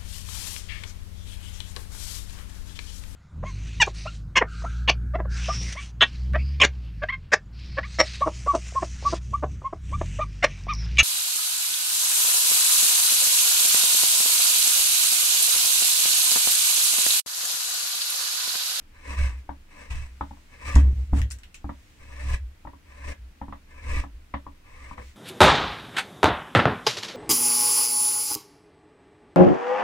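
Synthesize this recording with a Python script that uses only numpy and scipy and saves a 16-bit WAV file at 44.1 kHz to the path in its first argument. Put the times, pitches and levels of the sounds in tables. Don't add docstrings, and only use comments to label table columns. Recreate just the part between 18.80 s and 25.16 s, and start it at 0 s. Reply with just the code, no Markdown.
import sys
import numpy as np
from scipy import signal
from scipy.fft import rfft, irfft
from scipy.io import wavfile
from scipy.ndimage import uniform_filter1d

SR = 44100
rng = np.random.default_rng(int(sys.argv[2]) if len(sys.argv) > 2 else 0)


def inscribe(sig):
    pcm = np.round(np.clip(np.atleast_2d(sig).T, -1, 1) * 32767)
    wavfile.write(sys.argv[1], SR, pcm.astype(np.int16))


N = 280476
TIME = np.arange(N) / SR
BLOW = TIME[:SR // 2]

# touch in seconds, then slide, bite and hold lengths in seconds,
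# cut level in dB, change over the hold in dB, fade length in seconds,
# then relative levels of panel body, fibre tearing and bench sway in dB.
PUSHES = [(0.12, 0.11, 0.068, 0.043, -42, -1.5, 0.18, -0.5, -8, -8.5),
          (0.299, 0.04, 0.05, 0.067, -40.5, 0.5, 0.25, -5.5, -9, 1),
          (0.884, 0.084, 0.037, 0.044, -54, 0, 0.22, 3.5, -5, -8.5),
          (1.05, 0.046, 0.013, 0.15, -48, -7.5, 0.15, -3.5, -3.5, 6),
          (1.683, 0.12, 0.08, 0.12, -41, -6, 0.19, -0.5, -7.5, -6.5),
          (3.175, 0.2, 0.1, 0.072, -46, 5, 0.082, 1.5, -5.5, 3),
          (4.052, 0.14, 0.089, 0.04, -45.5, -0.5, 0.071, 2, -8.5, -2),
          (4.875, 0.14, 0.075, 0.11, -43.5, 3.5, 0.11, 1.5, -9, -1),
          (5.843, 0.15, 0.036, 0.11, -53, -2, 0.063, -1, -8, -3),
          (6.136, 0.037, 0.026, 0.012, -52.5, -1.5, 0.15, 6, -11, -1.5)]
# pitch in Hz, relative level when scraped in dB, when struck in dB,
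# time to fall 60 dB in seconds, left-right difference in dB, lead of the left side in radians.
PANEL_MODES = [(186.3, 5, -13.5, 0.22, 1.5, -0.34), (276.6, 2.5, -11.5, 0.19, 0.5, -0.5),
               (321, -5, -16, 0.046, -2.5, 0.75), (485, -1, -31, 0.053, -1, 1.72),
               (575.4, 2, -16.5, 0.075, 9.5, 2.5), (822, -8.5, -13.5, 0.039, 4, 0.5),
               (1008, 3, -11, 0.045, 7, 1.5), (1199, 2, -22.5, 0.063, 2.5, 0.55),
               (1280, -13, -18.5, 0.048, -9, 0.9), (1560, 0, -22, 0.073, -2, 1),
               (1705, 1.5, -17, 0.052, -5, 1.43), (1825, 0, -8.5, 0.037, 6.5, 1.6),
               (1962, 0.5, -19, 0.032, -8, -2.4), (2092, 2, -18, 0.052, 0.5, -0.26),
               (2236, 1, -19, 0.054, 7, 2), (2400, 0, -16, 0.021, 9.5, 2.34),
               (2600, -1.5, -24, 0.034, 7, 2), (3660, -29, -21.5, 0.054, -5, 3)]


def from_db(db):
    return 10 ** (np.asarray(db) / 20)


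def rms_one(x):
    return x / np.sqrt(np.mean(x ** 2) + 1e-20)


def at_hz(points, hz):
    f, value = np.transpose(points)
    return np.interp(np.log(np.maximum(hz, 1)), np.log(f), value)


def band(x, low_hz, high_hz):
    edges_hz = [low_hz, min(high_hz, SR / 2 - 1)]
    return signal.sosfilt(signal.butter(2, edges_hz, "band", fs=SR, output="sos"), x)


def pan(db):
    return from_db(np.array([[db], [-db]]) / 2)


def add(out, s, sound):
    at = round(s * SR)
    out[:, at:at + sound.shape[-1]] += sound[..., :N - at]


def noise(length=N):
    return rng.standard_normal((2, length))


def drift(per_s):
    return rms_one(np.interp(TIME * per_s, np.arange(N), rng.standard_normal(N)))


def colour(pair, spectrum):
    # frequency in Hz, likeness of left and right from 0 to 1.
    likeness = [(60, 1), (130, 0.9), (290, 0.7), (640, 0), (3000, 0.062), (15000, 0)]
    mid, side = rfft(pair)
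    hz = np.linspace(0, SR / 2, len(mid))
    alike = np.clip(at_hz(likeness, hz), -.99, .99)
    both = np.sqrt(1 + alike) * mid + np.sqrt(1 - alike) * side * [[1], [-1]]
    return rms_one(irfft(both * from_db(at_hz(spectrum, hz)), pair.shape[-1]))


def swell(s, half_s, db):
    return from_db(db) * np.exp(-((TIME - s) / half_s) ** 2)


def push(contact_s):
    bump = np.sin(np.pi * np.minimum(BLOW / contact_s, 1)) ** 2
    return bump / bump.sum()


def ring(force, hz, t60):
    r, w = from_db(-60 / (t60 * SR)), 2 * np.pi * hz / SR
    return signal.lfilter([0, np.sin(w)], [1, -2 * r * np.cos(w), r * r], force + 1e-18)


def resonate(force, hz, t60):
    r = from_db(-60 / (t60 * SR))
    return signal.lfilter([1 - r], [1, -r * np.exp(2j * np.pi * hz / SR)], force + 1e-18)


def ports(motion, side_db, lead_rad):
    return pan(side_db) * np.real(motion * np.exp(.5j * lead_rad * np.array([[1], [-1]])))


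def fibres(per_s, size_db, judder_db, judder_per_s):
    born = rng.random((2, N)) < per_s / SR
    sizes = from_db(size_db * np.minimum(rng.exponential(1, (2, N)), 4))
    signs = rng.choice([-1, 1], (2, N))
    return born * sizes * signs * from_db(judder_db * drift(judder_per_s))


def effort(touch, slide_s, bite_s, hold_s, cut_db, swell_db, fade_s):
    touch_s, full_cut_db = 0.041, -41
    silent_db, slide_db, fade_db = -72, -60, 45.5
    press_db = 27.5 * slide_s
    lengths = [0, min(touch_s, slide_s), max(slide_s - touch_s, 0), bite_s, hold_s, fade_s]
    corners = touch + np.cumsum(lengths)
    end_db = cut_db + swell_db
    levels = [silent_db, slide_db, slide_db + press_db, cut_db, end_db, end_db - fade_db]
    return np.interp(TIME, corners, levels, left=-np.inf, right=-np.inf) - full_cut_db


def bench(force):
    # pitch in Hz, relative level in dB, time to fall 60 dB in seconds.
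    bench_modes = [(59, -5.5, 0.95), (67.44, 4.5, 0.85), (104.7, -2, 0.26), (188.6, -19, 0.35)]
    return sum(from_db(db) * ring(force, hz, t60) for hz, db, t60 in bench_modes)


def hush(level_db=-52):
    # frequency in Hz, relative level in dB per Hz.
    hush_tone = [(12, -44), (20, 10), (40, -12.5), (66, -4.5), (123, -19), (310, -20.5), (357, -26.5),
                 (738, -30.5), (1660, -29.5), (2460, -29.5), (3340, -34.5), (16000, -47)]
    return from_db(level_db) * colour(noise(), hush_tone)


def workshop(x, build_up_s=0.0065):
    # frequency in Hz, time for the echo to fall 60 dB in seconds.
    echo_t60 = [(250, 0.15), (1000, 0.13), (4000, 0.15), (8000, 0.11)]
    edges = np.geomspace(200, 16000, 8)
    air = colour(noise(len(BLOW)), [(100, 0), (16000, 0)])
    tail = 0
    for low, high in zip(edges, edges[1:]):
        t60 = at_hz(echo_t60, np.sqrt(low * high))
        tail = tail + band(air, low, high) * from_db(-60 * BLOW / t60)
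    tail *= np.minimum(BLOW / build_up_s, 1) ** 2
    return signal.fftconvolve(x, tail / np.sqrt(np.sum(tail ** 2) / 2), axes=1)[:, :N]


def grip(gain_db=3.0):
    # middle in seconds, half length in seconds, relative level in dB.
    shifts = [(0.593, 0.025, -65.5), (1.5, 0.34, -67), (2.188, 0.13, -64), (3.085, 0.23, -67),
              (6.268, 0.073, -60.5)]
    # frequency in Hz, relative level in dB per Hz.
    rustle_tone = [(300, -9), (1000, -13), (2000, 8), (3300, 1), (8000, -1.5), (11000, -13.5), (15500, -12)]
    return from_db(gain_db) * sum(swell(*shift) for shift in shifts) * colour(noise(), rustle_tone)


def brush(gain_db=11.5):
    # firmest contact in seconds, half length in seconds, relative level in dB.
    sweeps = [(2.342, 0.019, -65), (2.381, 0.026, -49.5)]
    # frequency in Hz, relative level in dB per Hz.
    skin_tone = [(300, 13), (2200, 6.5), (4000, -3.5), (8500, -1), (11500, -14.5), (15500, -18)]
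    rub = fibres(per_s=2500, size_db=1.5, judder_db=1.5, judder_per_s=110)
    return from_db(gain_db) * sum(swell(*sweep) for sweep in sweeps) * colour(rub, skin_tone)


def chips(gain_db=-8.5, tick_t60=0.0024, body_db=2.5, ping_t60=0.007):
    # start in seconds, then relative levels in dB of the whole, the body and the first tick,
    # pitch in Hz, relative level of the pitch in dB, time to fall 60 dB in seconds.
    chip_events = [(1.106, -41, -6, -9, 2550, 6, 0.06), (1.955, -22.5, -5, 4, 6740, -10, 0.051),
                   (2.417, -37.5, -1.5, 19, 1880, 3, 0.037), (2.504, -36, -19, 4, 7040, -5, 0.056),
                   (2.51, -28.5, -6, -9, 5100, 0, 0.036), (2.5164, -32, -6, -15, 8870, 3.5, 0.052),
                   (2.586, -45, -2.5, 3, 7900, -2, 0.048), (2.6342, -49, 1.5, 12.5, 2600, 9, 0.069),
                   (2.7437, -37, -24, -4, 2490, 1, 0.095)]
    # frequency in Hz, relative level in dB per Hz.
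    chip_tone = [(1500, -20), (3500, -2.5), (5500, 3.5), (8500, 7), (10500, -12), (15500, -42)]
    out = np.zeros((2, N))
    for s, db, body, tick_db, pitch_hz, ping_db, t60 in chip_events:
        splinters = noise(len(BLOW))
        ping = from_db(ping_db) * rms_one(resonate(splinters, pitch_hz, ping_t60).real)
        low_body = from_db(body + body_db) * rms_one(band(splinters, 1380, 2810))
        snap = colour(splinters, chip_tone) + ping + low_body
        dying = from_db(-60 * BLOW / t60) + from_db(tick_db - 60 * BLOW / tick_t60)
        add(out, s, from_db(db + gain_db) * dying * snap)
    return out


def jolts(peak_db=-3.5, rattle_db=-14.0, stilled_s=2.472, stilling_s=0.08):
    # start in seconds, relative level in dB, contact length in seconds.
    lurches = [(1.945, -12.5, 0.0045), (1.957, -3.5, 0.0072), (2.128, -20.5, 0.0029),
               (2.327, -11.5, 0.0029), (2.373, -21.5, 0.0023), (2.41, -14.5, 0.005)]
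    force = np.zeros((1, N))
    for s, db, contact_s in lurches:
        add(force, s, from_db(db) * push(contact_s))
    sway = bench(force) * np.exp(-np.maximum(TIME - stilled_s, 0) / stilling_s)
    sway *= from_db(peak_db) / np.abs(sway).max()
    rattle = colour(noise(), [(30, 0.5), (100, 14.5), (160, -4.5), (300, -9.0), (450, -15.5),
                              (1000, -26.0), (4000, -40.5), (12000, -54)])
    return sway + from_db(rattle_db) * uniform_filter1d(np.abs(sway), size=700) * rattle


def shudder(sway_db=-23.0, sway_follows=1.43, rebound_hz=62, rebound_db=-1.5, rebound_s=0.059):
    # widest swing in seconds, relative level in dB.
    rebounds = [(0.56, -27.5), (1.33, -38.5), (3.636, -27), (4.44, -35), (5.35, -36), (6.27, -38.5)]
    sway = bench(colour(noise(), [(25, 8.0), (42, 1.0), (60, 1), (108, -0.5), (135, -12.5)]))
    sway /= np.sqrt(uniform_filter1d(sway[0] ** 2, size=1100) + 1e-9)
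    pushed = np.max([from_db(sway_follows * effort(*shape) + db) for *shape, _, _, db in PUSHES], axis=0)
    swing = np.sin(2 * np.pi * rebound_hz * TIME + 1.4 * drift(25))
    swinging_back = swing * sum(swell(s, rebound_s, db) for s, db in rebounds)
    return from_db(sway_db) * pushed * sway + from_db(rebound_db) * swinging_back


def struck_panel(bright_db, thud_db, upper_db, hand_damping_db_per_s=312):
    hz, _, mode_db, t60, lean_db, lead_rad = np.transpose(PANEL_MODES)
    weight = (hz > 1400) * bright_db + (hz < 400) * thud_db
    weight += (hz > 1150) * (hz < 1400) * upper_db
    uneven_db = rng.normal(0, 1, len(hz))
    strength = from_db(mode_db + weight + uneven_db) * rng.choice([-1, 1], len(hz))
    dying = from_db(-(60 / t60[:, None] + hand_damping_db_per_s) * BLOW)
    motion = strength[:, None] * dying * np.exp(2j * np.pi * hz[:, None] * BLOW)
    return sum(ports(*mode) for mode in zip(motion, lean_db, lead_rad))


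def knock(pitch_hz, bright, thud, upper, side_db, attack_s=0.0013, tap_t60=0.021, partner=1.16,
          partner_db=-17.0, overtone=1.97, overtone_db=6.0, bright_db=10.0, thud_db=12.5,
          crack_db=-16.0, crack_t60=0.079, click_db=12.5):
    tone = struck_panel(bright + bright_db, thud + thud_db, upper)
    turn = 2 * np.pi * pitch_hz * BLOW
    tap = np.sin(turn) - from_db(partner_db) * np.sin(partner * turn)
    tap += from_db(bright + overtone_db) * np.sin(overtone * turn)
    tap *= from_db(-60 * BLOW / tap_t60)
    grit = noise(len(BLOW)) * from_db(-60 * BLOW / crack_t60)
    low_crack = 4 * band(band(grit[0], 535, 1290), 597, 1450)
    high_crack = from_db(bright + click_db) * band(band(grit, 1600, 4200), 1400, 4160)
    crack = low_crack + high_crack
    landing = 1 - np.exp(-BLOW / attack_s)
    click = landing * (pan(side_db) * (tap + from_db(crack_db) * crack) + tone)
    return click + from_db(thud - 115 * BLOW) * bench(push(0.0036))


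def knocks(gain_db=4.0):
    # start in seconds, relative level in dB, strongest pitch in Hz,
    # then relative brightness, thud and woody upper ring in dB, left-right difference in dB.
    landings = [(0.691, -23.5, 860, -27, -18.5, -15, 4.5), (1.409, -22.5, 900, -21, -14.5, 12, 6.5),
                (1.509, -36, 880, -23, -12, -11, 3), (1.57, -48, 975, -33, -18, -5, 12),
                (1.959, -17.5, 980, -18, -8.5, -3.5, 10), (2.3313, -26.5, 730, -21.5, -1, 2, 2.5),
                (2.843, -33.5, 795, -26, -3, -2, 6), (2.8923, -25.5, 966, -22.5, -14.5, 3, 3.5),
                (3.85, -33.5, 850, -37, -13.5, -15, 5.0), (3.871, -28.5, 966, -24.5, -19, -13, 4),
                (3.933, -41.5, 980, -24, -11.5, -9, 4), (4.6142, -25.5, 846, -27, -16, -10, 2.5),
                (4.682, -35.5, 960, -31, -9.5, -3, 6), (4.724, -28.5, 994, -19.5, -19, 6.5, 5),
                (5.238, -30.5, 994, -26, -13.5, 4, 4), (5.539, -19.5, 1006, -16.5, -18, 2.5, 4),
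                (5.665, -31.5, 1008, -28, -16, -5, 4), (6.111, -32, 1030, -28, -16, -1, 7),
                (6.179, -36, 1006, -13, -22, 10.5, 14)]
    out = np.zeros((2, N))
    for s, db, pitch_hz, bright, thud, upper, side_db in landings:
        add(out, s, from_db(gain_db + db) * knock(pitch_hz, bright, thud, upper, side_db))
    return out


def cutting(rasp_db=-38.5, rasp_brightens=0.06, tear_db=-42.0, tear_follows=1.15, tear_pan_db=2.0,
            blade_db=-9.5, blade_follows=0.86, blade_t60=0.15, shift_db=1.94, shift_per_s=22):
    # pitch in Hz, relative level in dB.
    blade_rings = [(4050, 8.5), (5820, 7), (6610, -13), (7900, 8.5)]
    # frequency in Hz, relative level in dB per Hz.
    tear_tone = [(300, -24), (700, 6.5), (1400, 0.5), (2000, 1), (2700, 8), (3200, -1), (4600, -1.5),
                 (5700, 1.5), (6500, -4), (8300, 0), (9800, -9), (11500, -17), (15500, -21)]
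    snaps = fibres(per_s=3200, size_db=1.5, judder_db=1.44, judder_per_s=90)
    force = band(snaps[0], 160, 4500)
    rasping = np.max([from_db(effort(*shape)) for *shape, _, _, _ in PUSHES], axis=0)
    leaning = np.max([from_db(effort(*shape) + db) for *shape, db, _, _ in PUSHES], axis=0)
    tearing = np.max([from_db(tear_follows * effort(*shape) + db) for *shape, _, db, _ in PUSHES], axis=0)

    steady = panel = 0
    for k, (hz, db, _, t60, side_db, lead_rad) in enumerate(PANEL_MODES):
        favour = (-1) ** k * from_db(db + shift_db * drift(shift_per_s))
        mode = favour * ports(resonate(force, hz, t60), side_db, lead_rad)
        drive = leaning if hz < 700 else rasping ** ((hz / 2000) ** rasp_brightens)
        steady, panel = steady + mode, panel + drive * mode
    panel /= np.std(band(steady, 1600, 2900))

    edge = colour(snaps, tear_tone)
    steel = 0
    for k, (hz, db) in enumerate(blade_rings):
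        favour = (-1) ** k * from_db(db + shift_db * drift(shift_per_s))
        steel = steel + favour * ring(edge, hz, blade_t60)
    edge /= np.std(band(edge.mean(axis=0), 4000, 11000))
    treble = tearing * edge + from_db(blade_db) * tearing ** blade_follows * rms_one(steel)
    return from_db(rasp_db) * panel + from_db(tear_db) * pan(tear_pan_db) * treble


def scene(cut_room_db=-9.0, knock_room_db=-4.0, chip_room_db=-3.0):
    cut, knocking, chipping = cutting() + brush() + grip(), knocks(), chips()
    to_room = from_db(cut_room_db) * cut
    to_room = to_room + from_db(knock_room_db) * knocking + from_db(chip_room_db) * chipping
    return cut + knocking + chipping + shudder() + jolts() + workshop(to_room) + hush()


def record(dry, cutoff_hz=15700):
    rounded = .95 * np.tanh(dry / .95)
    return signal.sosfilt(signal.ellip(10, .1, 80, cutoff_hz, fs=SR, output="sos"), rounded)


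dry = scene()
out = record(dry)
inscribe(out)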